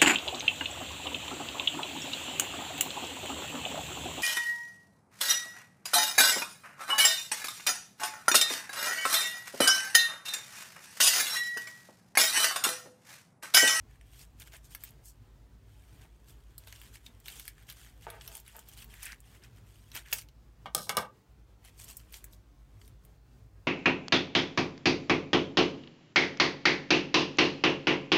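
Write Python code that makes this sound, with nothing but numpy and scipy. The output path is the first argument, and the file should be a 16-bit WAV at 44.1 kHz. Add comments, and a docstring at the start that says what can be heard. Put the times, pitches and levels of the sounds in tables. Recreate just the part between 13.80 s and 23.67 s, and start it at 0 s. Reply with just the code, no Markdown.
"""Two low motor hums beat in a quiet kitchen, then crisp pastry is lifted, cut with scissors and opened.
Flakes crackle, paper rustles, the lined tray is bumped, and the scissors clatter down on a stone counter.
Handling is coloured grains and hiss, and each flake is a brief filtered noise burst. Noise-driven modes
ring as tray, blades, handles and counter. The hums are sines over coloured noise, the air of the room.
"""
import sys
import numpy as np
from scipy import signal
from scipy.fft import rfft, irfft, next_fast_len
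from scipy.io import wavfile
from scipy.ndimage import uniform_filter1d

SR = 44100
rng = np.random.default_rng(int(sys.argv[2]) if len(sys.argv) > 2 else 0)


def output_pcm(signal):
    """Save a mono or channel-first signal as 16-bit PCM at the path in sys.argv[1].

    Samples are clipped to [-1, 1] before scaling.
    """
    pcm = np.clip(np.atleast_2d(signal).T, -1, 1) * 32767
    wavfile.write(sys.argv[1], SR, np.round(pcm).astype(np.int16))


N = 435266

# Bursts of crackle as fingers and blades press crust and paper:
# start_s, hold_s, rustle_level_db, crunch_above_rustle_db
PRESSES = [(0.104, 0.054, -75.5, 3.5), (0.332, 0.048, -63, -4), (.395, 0.033, -55.5, -5.5),
           (0.609, 0.016, -57, -2), (0.668, 0.0072, -59, -2), (0.739, 0.018, -56.5, 0.5),
           (.852, 0.0081, -60, -6.5), (0.914, 0.034, -57.5, -6), (1.007, 0.039, -61.5, -4),
           (1.056, 0.033, -60, -3), (1.258, 0.036, -55.5, -18), (2.212, 0.033, -69.5, 1.5),
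           (2.483, 0.029, -62.5, -3.5), (2.8, 0.056, -69.5, -3.5), (2.874, .22, -62.5, -2.5),
           (3.143, 0.014, -56.5, -2.5), (3.257, 0.0085, -61, -5), (3.466, 0.13, -54.5, -3),
           (3.599, 0.093, -58, -6.5), (3.782, 0.047, -69.5, 1), (3.893, 0.018, -55.5, -2),
           (3.966, 0.076, -60, -2.5), (4.059, .04, -64.5, -0.5), (4.227, 0.016, -61, -1.5),
           (4.273, 0.092, -68, 6.5), (4.42, 0.092, -59.5, -3.5), (4.528, 0.054, -54.5, -7),
           (4.665, 0.042, -63, 0), (4.724, 0.091, -63.5, -3.5), (4.886, 0.0077, -58, -4),
           (4.93, .01, -59, -4), (4.979, 0.048, -55.5, -3), (5.107, 0.12, -62.5, 0),
           (5.225, 0.045, -53.5, -1), (5.264, 0.058, -58, 7.5), (5.456, .07, -68.5, -1),
           (5.541, .03, -65.5, 0.5), (5.638, 0.011, -63.5, 3.5), (5.769, .015, -70.5, -1.5),
           (5.873, 0.26, -71, -2), (6.156, 0.028, -47.5, -0.5), (6.263, 0.072, -64.5, 4.5),
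           (6.333, 0.058, -45, -9.5), (7.852, 0.032, -62.5, -1.5), (7.992, .055, -54.5, -8.5),
           (8.087, .03, -51.5, -6), (8.147, .06, -63.5, -12), (8.342, 0.033, -53.5, -6.5),
           (8.529, 0.008, -63, -24), (9.01, .07, -69, -16), (9.245, .002, -73, -19)]
# Light touch of the hands between the bursts: time_s, rustle_level_db
TOUCH = [(.05, -95), (.3, -71.5), (.48, -82), (1.0, -78), (1.2, -84), (1.84, -89), (1.9, -75), (2.2, -71.5),
         (2.3, -80), (2.8, -78), (5.1, -74), (5.4, -80), (6.4, -80), (6.52, -95), (7.78, -95), (7.9, -76.5),
         (8.45, -73), (8.55, -92.5), (8.88, -86.5), (9.0, -82), (9.15, -97)]
# Spectra of fine rustle, deeper crunch, and blades biting thick dough: frequency_hz, relative_level_db
RUSTLE_SPECTRUM = [(3000, -51.5), (4500, -1.5), (7000, 1), (9000, 2.5), (10500, -5), (12500, 1),
                   (15500, -9)]
CRUNCH_SPECTRUM = [(350, -20.5), (700, -1), (1300, -0.5), (2200, 0.5), (3200, 8.5), (4200, -1.5),
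                   (6000, -34.5)]
GRIND_SPECTRUM = [(500, -36.5), (1100, -15), (1600, 5), (2400, 2), (3300, -16.5), (5000, -30.5)]
TOUCH_CRUNCH_DB = -0.9  # above the rustle
PRESS_RISE_DB_S, PRESS_FALL_DB_S = 653, 490


def handling():
    """Granular friction: many tiny breaks in paper and crust, whose spectrum deepens with the crunch."""
    ms = np.arange(0, N / SR, .001)
    touch = gain_of(np.interp(ms, *np.transpose(TOUCH), left=-200, right=-200))
    spells = [(touch, TOUCH_CRUNCH_DB)]
    for start, hold, rustle_db, crunch_db in PRESSES:
        press = burst(start, hold, rustle_db, PRESS_RISE_DB_S, PRESS_FALL_DB_S)
        spells.append((press, crunch_db))

    rustle_power, crunch_power, grind_power = np.zeros((3, len(ms)))
    for level, crunch_db in spells:
        # the stronger the crunch against the rustle, the more of it moves down into the grind
        thick = np.clip((crunch_db + 3) / 11, 0, .9)
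        deep_power = (level * gain_of(crunch_db)) ** 2
        rustle_power += level ** 2
        crunch_power += deep_power * (1 - thick)
        grind_power += deep_power * thick

    source = grit(per_s=350, spread_db=3.2, hiss=1.2)
    source = mottled(source, patchy_db=3, size=512, frames=4, bins=4)
    rustle = smooth(np.sqrt(rustle_power)) * coloured(source, RUSTLE_SPECTRUM)
    crunch = smooth(np.sqrt(crunch_power)) * coloured(source, CRUNCH_SPECTRUM)
    grind = smooth(np.sqrt(grind_power)) * coloured(source, GRIND_SPECTRUM)
    return rustle + crunch + grind


# Single flakes snapping: start_s, peak_level_db, top_above_body_db
SNAPS = [(0.2117, -46.5, -28), (0.599, -39.5, 13), (0.7215, -47, -5), (0.7665, -43, 16),
         (0.9492, -27.5, 2.5), (1.037, -28, 8.5), (1.0905, -47, 3), (1.107, -44, 15), (1.2564, -41, 12),
         (2.7804, -31, 6), (2.8732, -39, 0), (2.8814, -44, -12), (2.903, -51, -4), (2.9254, -35.5, -6),
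         (2.9595, -43, -8), (3.0155, -39.5, -1), (3.1563, -40.5, -2.5), (3.2639, -36, -12),
         (3.401, -48, 14), (3.4583, -37.5, -6), (3.4827, -27.5, -3.5), (3.5969, -32, 3), (3.654, -39, 5),
         (3.6794, -25.5, 3), (3.8896, -37, -7), (3.8989, -32.5, 0.5), (3.924, -38.5, 3), (4.2224, -46, -1),
         (4.302, -32.5, 2), (4.4111, -36, -16), (4.4767, -30, 1.5), (4.5522, -30.5, 7.5), (4.5694, -34, 14),
         (4.6006, -41, 16), (4.679, -36.5, 5), (4.7655, -35, 29), (4.7916, -34.5, 6.5), (4.8872, -39, 13),
         (4.975, -42, 2), (5.0019, -42, 13), (5.023, -37.5, -3), (5.044, -37, 6), (5.1401, -37, -1),
         (5.23, -29.5, 17), (5.2342, -32.5, -2), (5.2551, -28, 24), (5.321, -32.5, -22), (5.4034, -44, 20),
         (5.6366, -44.5, -11), (6.117, -39.5, -6), (6.15, -30, 1.5), (6.1539, -31, 1), (6.3172, -34, 7),
         (6.3275, -16, -39), (6.3309, -14.5, 16), (6.3851, -29.5, 2.5), (6.419, -40, 1),
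         (6.487, -45.5, -5.5), (7.848, -43, 4), (8.0433, -37.5, 18), (8.169, -31.5, 29), (8.201, -48, -4),
         (8.325, -38, 5), (8.3406, -34.5, -11), (8.3698, -40, 13), (8.442, -32.5, 11.5), (8.533, -43.5, 0),
         (9.015, -47.5, -23), (9.0494, -52, -7), (9.078, -43.5, 2.5), (9.25, -46, 8)]
BODY_LOW_HZ, BODY_TOP_SPLIT_HZ, TOP_HIGH_HZ = 1700, 7000, 15500
SNAP_T60_S, SNAP_T60_S_PER_DB = 0.035, .0006  # decay at -44 dB; bigger flakes sound longer


def snaps():
    """Brittle fracture: each flake's sudden release is a tick and a short burst, in a colour of its own."""
    out, t = np.zeros(N), np.arange(SR // 8) / SR
    body_band = signal.butter(2, (BODY_LOW_HZ, BODY_TOP_SPLIT_HZ), "bandpass", fs=SR, output="sos")
    top_band = signal.butter(2, (BODY_TOP_SPLIT_HZ, TOP_HIGH_HZ), "bandpass", fs=SR, output="sos")
    for start, peak_db, top_db in SNAPS:
        t60 = SNAP_T60_S + SNAP_T60_S_PER_DB * (peak_db + 44)
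        decay = .6 * gain_of(-60 * t / t60)
        tick = gain_of(-60 * t / .007)
        puff = rng.standard_normal(len(t)) * (decay + tick)
        # the flake's own brief ring: a random response of 41 samples
        flake = np.r_[2.5, rng.standard_normal(40) * gain_of(-np.arange(40) * .5)]
        puff = signal.lfilter(flake, [1], puff)
        body = evened(signal.sosfilt(body_band, puff))
        top = evened(signal.sosfilt(top_band, puff))
        snap = body + gain_of(top_db) * top
        add(out, start, gain_of(peak_db) * snap / abs(snap).max())
    return out


# Scissors bouncing on the counter, levels before the low cuts:
# start_s, blade_tick_peak_db, handle_knock_peak_db, knock_tilt_db_per_octave
DROPS = [(6.858, -51, -29, 5), (6.9485, -11.5, -23.5, -1), (6.966, -21.5, -31.5, -18),
         (6.9785, -22, -31.5, 0), (6.9867, -24, -43, 1), (6.9928, -31, -36, -6), (7.069, -41.5, -44, -4),
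         (7.0939, -9, -19.5, 9.5), (7.125, -49, -31.5, 2), (7.15, -45, -36, 1), (7.1693, -12.5, -17, 1),
         (7.185, -24.5, -26.5, -4.5), (7.196, -33.5, -30.5, 2.5), (7.205, -36.5, -32, -1),
         (7.222, -44, -33.5, 7), (7.25, -51, -41, 4)]
# Blade chatter after the hard landings, before the low cut: start_s, hold_s, rms_level_db
CHATTER = [(6.959, 0.092, -48), (7.101, 0.0036, -42), (7.177, 0.037, -48.5)]
# Modes of blades, handles and stone counter: frequency_hz, relative_level_db, t60_s
BLADE_MODES = [(4230, -6.5, .006), (5470, 2, 0.0051), (6500, -4, 0.0052), (7130, -4, 0.00274),
               (8270, -3, 0.0074), (9200, 3.5, 0.0024), (11150, 2.5, 0.0019), (12100, -11, .003),
               (14000, -15.5, .003), (16100, -12.5, 0.009)]
HANDLE_MODES = [(388, -37, .06), (520.6, -11, 0.054), (613, -9, 0.095), (690, -7.5, 0.07),
                (855, -3.5, 0.055), (1000, -4.5, .05), (1217, 2.5, 0.065), (1543, -3.5, 0.055),
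                (1853, -6, 0.03), (2204, -5.5, 0.022), (2816, -7.5, .02), (3250, -11.5, .015)]
COUNTER_MODES = [(180, 0, 0.051)]
CHATTER_RISE_DB_S, CHATTER_FALL_DB_S = 1200, 479.5
BLADE_LOW_HZ = 3300


def scissors():
    """Impact excitation: bounces drive blade, handle and counter modes; quick bounces blur to chatter."""
    knocks, thumps = np.zeros((2, N))
    rattle = grit(per_s=700, spread_db=0.5, hiss=1.2)
    rattle = signal.oaconvolve(rattle, ring(BLADE_MODES, count=6))[:N]
    chatter = sum(burst(*row, CHATTER_RISE_DB_S, CHATTER_FALL_DB_S) for row in CHATTER)
    ticks = evened(rattle) * smooth(chatter)
    for start, tick_db, knock_db, tilt_db in DROPS:
        add(ticks, start, gain_of(tick_db) * struck(BLADE_MODES, .018, blow=1.5))
        add(knocks, start, gain_of(knock_db) * struck(HANDLE_MODES, 0.088, tilt_db, blow=2.16))
        thump = struck(COUNTER_MODES, .1, tilt_db)
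        swell = 1 - np.exp(-np.arange(len(thump)) / (0.011 * SR))  # the heavy slab starts slowly
        thump_db = knock_db - 13.5 - .6 * tilt_db  # louder knocks thump more, brighter ones less
        add(thumps, start, gain_of(thump_db) * thump * swell)
    return small(ticks, BLADE_LOW_HZ) + small(knocks) + thumps


# Dull bumps on the tray, before the low cut: start_s, peak_level_db
BUMPS = [(0.736, -44), (2.249, -50), (2.872, -44), (4.268, -26), (4.785, -39), (5.127, -51), (6.155, -39),
         (6.327, -33.5), (8.342, -50)]
# Short drags of pastry over the tray, before the low cut: start_s, hold_s, rms_level_db
DRAG = [(4.284, 0.0086, -47.5), (4.34, 0.044, -54), (4.495, 0.021, -57.5), (4.552, .01, -63),
        (4.751, .015, -56.5)]
# Modes of the tray: frequency_hz, relative_level_db, t60_s
TRAY_MODES = [(472, -9.5, 0.13), (668, -3, 0.062), (900, 1, 0.042), (1220, 1, 0.017), (1525, -1, 0.02),
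              (1810, -6, 0.016), (2310, -8.5, .015)]
BUMP_T60_S = .075  # of the after-push
DRAG_RISE_DB_S, DRAG_FALL_DB_S = 900, 400


def bumps():
    """Damped plate modes: knocks and dragging ring the steel tray, damped by paper and pastry."""
    scrape = grit(per_s=300, spread_db=3, hiss=1)
    scrape = signal.oaconvolve(scrape, ring(TRAY_MODES, count=4))[:N]
    drag = sum(burst(*row, DRAG_RISE_DB_S, DRAG_FALL_DB_S) for row in DRAG)
    out = evened(scrape) * smooth(drag)
    for start, peak_db in BUMPS:
        add(out, start, gain_of(peak_db) * struck(TRAY_MODES, BUMP_T60_S, tilt_db=3, blow=6))
    return small(out)


# Lower hum, upper hum, mains buzz: centre_rms_level_db, waver_rms_db (the sign only flips the waver)
HUM_LEVELS = [(-59.5, -2.5), (-59, -1.5), (-75.5, 7)]
# The upper hum slips ahead of the lower one: time_s, beats_counted
BEATS = [(-.066, -1), (1.58, 13), (7.57, 65.1), (9.95, 85)]
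# Kitchen air: frequency_hz, relative_level_db
AIR_SPECTRUM = [(30, -15), (45, -11.5), (75, -3.5), (100, 5.5), (140, -1), (165, -8.5), (250, -10.5),
                (440, -14.5), (520, -18.5), (900, -21), (2400, -29.5), (7000, -35), (10500, -40.5),
                (15500, -38.5)]
# The hums and deepest air drop out during the clatter: time_s, gain_db
BASS_DIP = [(6.95, -1.5), (6.99, -8.5), (7.47, -18.5), (7.5, -1)]
LOW_HUM_HZ, MAINS_HZ = 49.3, 100
AIR_DB, DIP_HZ = -60.5, 90  # centre level of the air; top of the air that dips


def kitchen():
    """Interference: two close hums beat as their phases slip, over a mains buzz and the air of the room."""
    t = np.arange(N) / SR
    slip = np.interp(t, *np.transpose(BEATS)) + .5  # opposite phase at every counted beat
    turns = [LOW_HUM_HZ * t, LOW_HUM_HZ * t + slip, MAINS_HZ * t]
    drone = mottled(rng.standard_normal(N), patchy_db=3, size=4096, frames=5, bins=2)
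    start = rng.random()  # shared starting phase, in turns
    hums = np.zeros(N)
    for turn, (level_db, waver_db) in zip(turns, HUM_LEVELS):
        level = np.sqrt(2) * gain_of(level_db + waver_db * wander(3.3))
        hums += level * np.sin(2 * np.pi * (turn + start))
    air = gain_of(AIR_DB + 1.36 * wander(8)) * coloured(drone, AIR_SPECTRUM)
    deep_air = signal.sosfiltfilt(signal.butter(2, DIP_HZ, fs=SR, output="sos"), air)
    dip = gain_of(np.interp(t, *np.transpose(BASS_DIP)))
    return hums + air + (hums + deep_air) * (dip - 1)


# Reverberation of the room: frequency_hz, t60_s
ROOM_DECAY = [(200, 0.32), (1000, .25), (3000, 0.15), (8000, 0.1), (15000, 0.1)]
ROOM_DB = -11


def room(x):
    """Diffuse reverberation: sparse taps of random sign, each band dying at its own speed."""
    taps = np.zeros(SR // 2)
    at = np.arange(60, len(taps) - 20, 20)
    taps[at + rng.integers(0, 20, len(at))] = rng.choice([-1., 1.], len(at))
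    hz, t, z = signal.stft(taps, SR, nperseg=256)
    decay = gain_of(-60 * t / read(ROOM_DECAY, hz)[:, None])
    tail = signal.istft(z * decay, SR, nperseg=256)[1]
    return signal.fftconvolve(x, tail / np.linalg.norm(tail))[:N]


def grit(per_s, spread_db, hiss):
    """Stick-slip friction: tiny breaks of uneven size over a smooth rubbing hiss."""
    happens = rng.random(N) < per_s / SR
    size = gain_of(spread_db * np.minimum(rng.exponential(1, N), 3)) * happens
    breaks = signal.lfilter([1], [1, -.96], size) * rng.standard_normal(N)  # each a brief puff
    return evened(breaks) + hiss * rng.standard_normal(N)


def ring(modes, tilt_db=0, count=3):
    """Modal decay: dying sines of joint peak 1, each mode a cluster of random levels and tunings."""
    t = np.arange(SR // 4) / SR
    hz, db, t60 = np.repeat(modes, count, axis=0).T[:, :, None]
    luck, detune = rng.standard_normal((2, len(hz), 1))
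    level_db = db + tilt_db * np.log2(hz / 1000) + 2.5 * luck - 60 * t / t60
    sines = np.sin(2 * np.pi * hz * (1 + 0.0249 * detune) * t)
    out = (gain_of(level_db) * sines).sum(0)
    return out / abs(out).max()


def struck(modes, push_t60, tilt_db=0, blow=0):
    """Source-filter convolution: a rough push, after a sharp blow if any, drives the modes; peak 1."""
    t = np.arange(SR // 8) / SR
    rough = rng.standard_normal(len(t))
    push = rough * gain_of(-60 * t / push_t60)
    push += blow * abs(rough) * gain_of(-60 * t / .0012)
    out = signal.fftconvolve(push, ring(modes, tilt_db))
    return out / abs(out).max()


KNOCK_LOW_HZ = 430


def small(x, low_hz=KNOCK_LOW_HZ):
    """Radiation efficiency: small hard things radiate little bass, here a high-pass filter."""
    return signal.sosfilt(signal.butter(4, low_hz, "highpass", fs=SR, output="sos"), x)


def mottled(x, patchy_db, size, frames, bins):
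    """Spectral modulation: random patches of stronger and weaker colour over time and pitch."""
    overlap = size * 3 // 4
    z = signal.stft(x, nperseg=size, noverlap=overlap)[2]
    patches = uniform_filter1d(rng.standard_normal(z.shape), bins, 0)
    patches = evened(uniform_filter1d(patches, frames, 1))
    out = signal.istft(z * gain_of(patchy_db * patches), nperseg=size, noverlap=overlap)[1]
    return evened(out[:len(x)])


def coloured(x, spectrum):
    """Linear filtering: shapes by a spectrum and scales to rms 1."""
    size = next_fast_len(len(x))
    gain = gain_of(read(spectrum, np.fft.rfftfreq(size, 1 / SR)))
    return evened(irfft(rfft(x, size) * gain, size)[:len(x)])


def wander(rate_hz):
    """Low-frequency noise: slow chance of rms 1 under a Gaussian spectrum."""
    z = rfft(rng.standard_normal(N))
    hz = np.arange(len(z)) * SR / N
    return evened(irfft(z * np.exp(-(hz / rate_hz) ** 2), N))


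def burst(start, hold, db, rise_db_s, fall_db_s):
    """Exponential envelope, per millisecond: a steady rise in dB, a hold, a steady fall."""
    t = np.arange(0, N / SR, .001)
    rise_db = rise_db_s * np.maximum(start - t, 0)
    fall_db = fall_db_s * np.maximum(t - start - hold, 0)
    return gain_of(db - rise_db - fall_db)


def smooth(level):
    """Linear interpolation: an envelope from milliseconds to samples."""
    return np.interp(np.arange(N) / SR * 1000, np.arange(len(level)), level)


def add(mix, s, sound):
    """Superposition: lays a sound into the mix at a time in seconds."""
    part = mix[round(s * SR):][:len(sound)]
    part += sound[:len(part)]


def read(points, hz):
    """Logarithmic pitch: straight lines on a log-frequency axis."""
    f, value = np.transpose(points)
    return np.interp(np.log(hz + 1), np.log(f + 1), value)


def evened(x):
    """Power normalisation: scales to rms 1."""
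    return x / np.sqrt(np.mean(x ** 2) + 1e-20)


def gain_of(db):
    """Level law: decibels to an amplitude factor."""
    return 10 ** (np.asarray(db) / 20)


def scene():
    """Direct and reverberant sound: close hits with a little room, then handling, over the kitchen."""
    hits = snaps() + bumps() + scissors()
    return (hits + gain_of(ROOM_DB) * room(hits) + handling() + kitchen())[None]


MIC_LOW_HZ, EDGE_HZ = 34, 15900


def record(dry):
    """Band limiting: the microphone loses the deepest bass, and a steep filter ends the treble."""
    heard = signal.sosfilt(signal.butter(2, MIC_LOW_HZ, "highpass", fs=SR, output="sos"), dry)
    low_pass = signal.firwin(255, EDGE_HZ, window=("kaiser", 9), fs=SR)
    return signal.oaconvolve(heard, low_pass[None], "same")


dry = scene()
out = record(dry)
output_pcm(out)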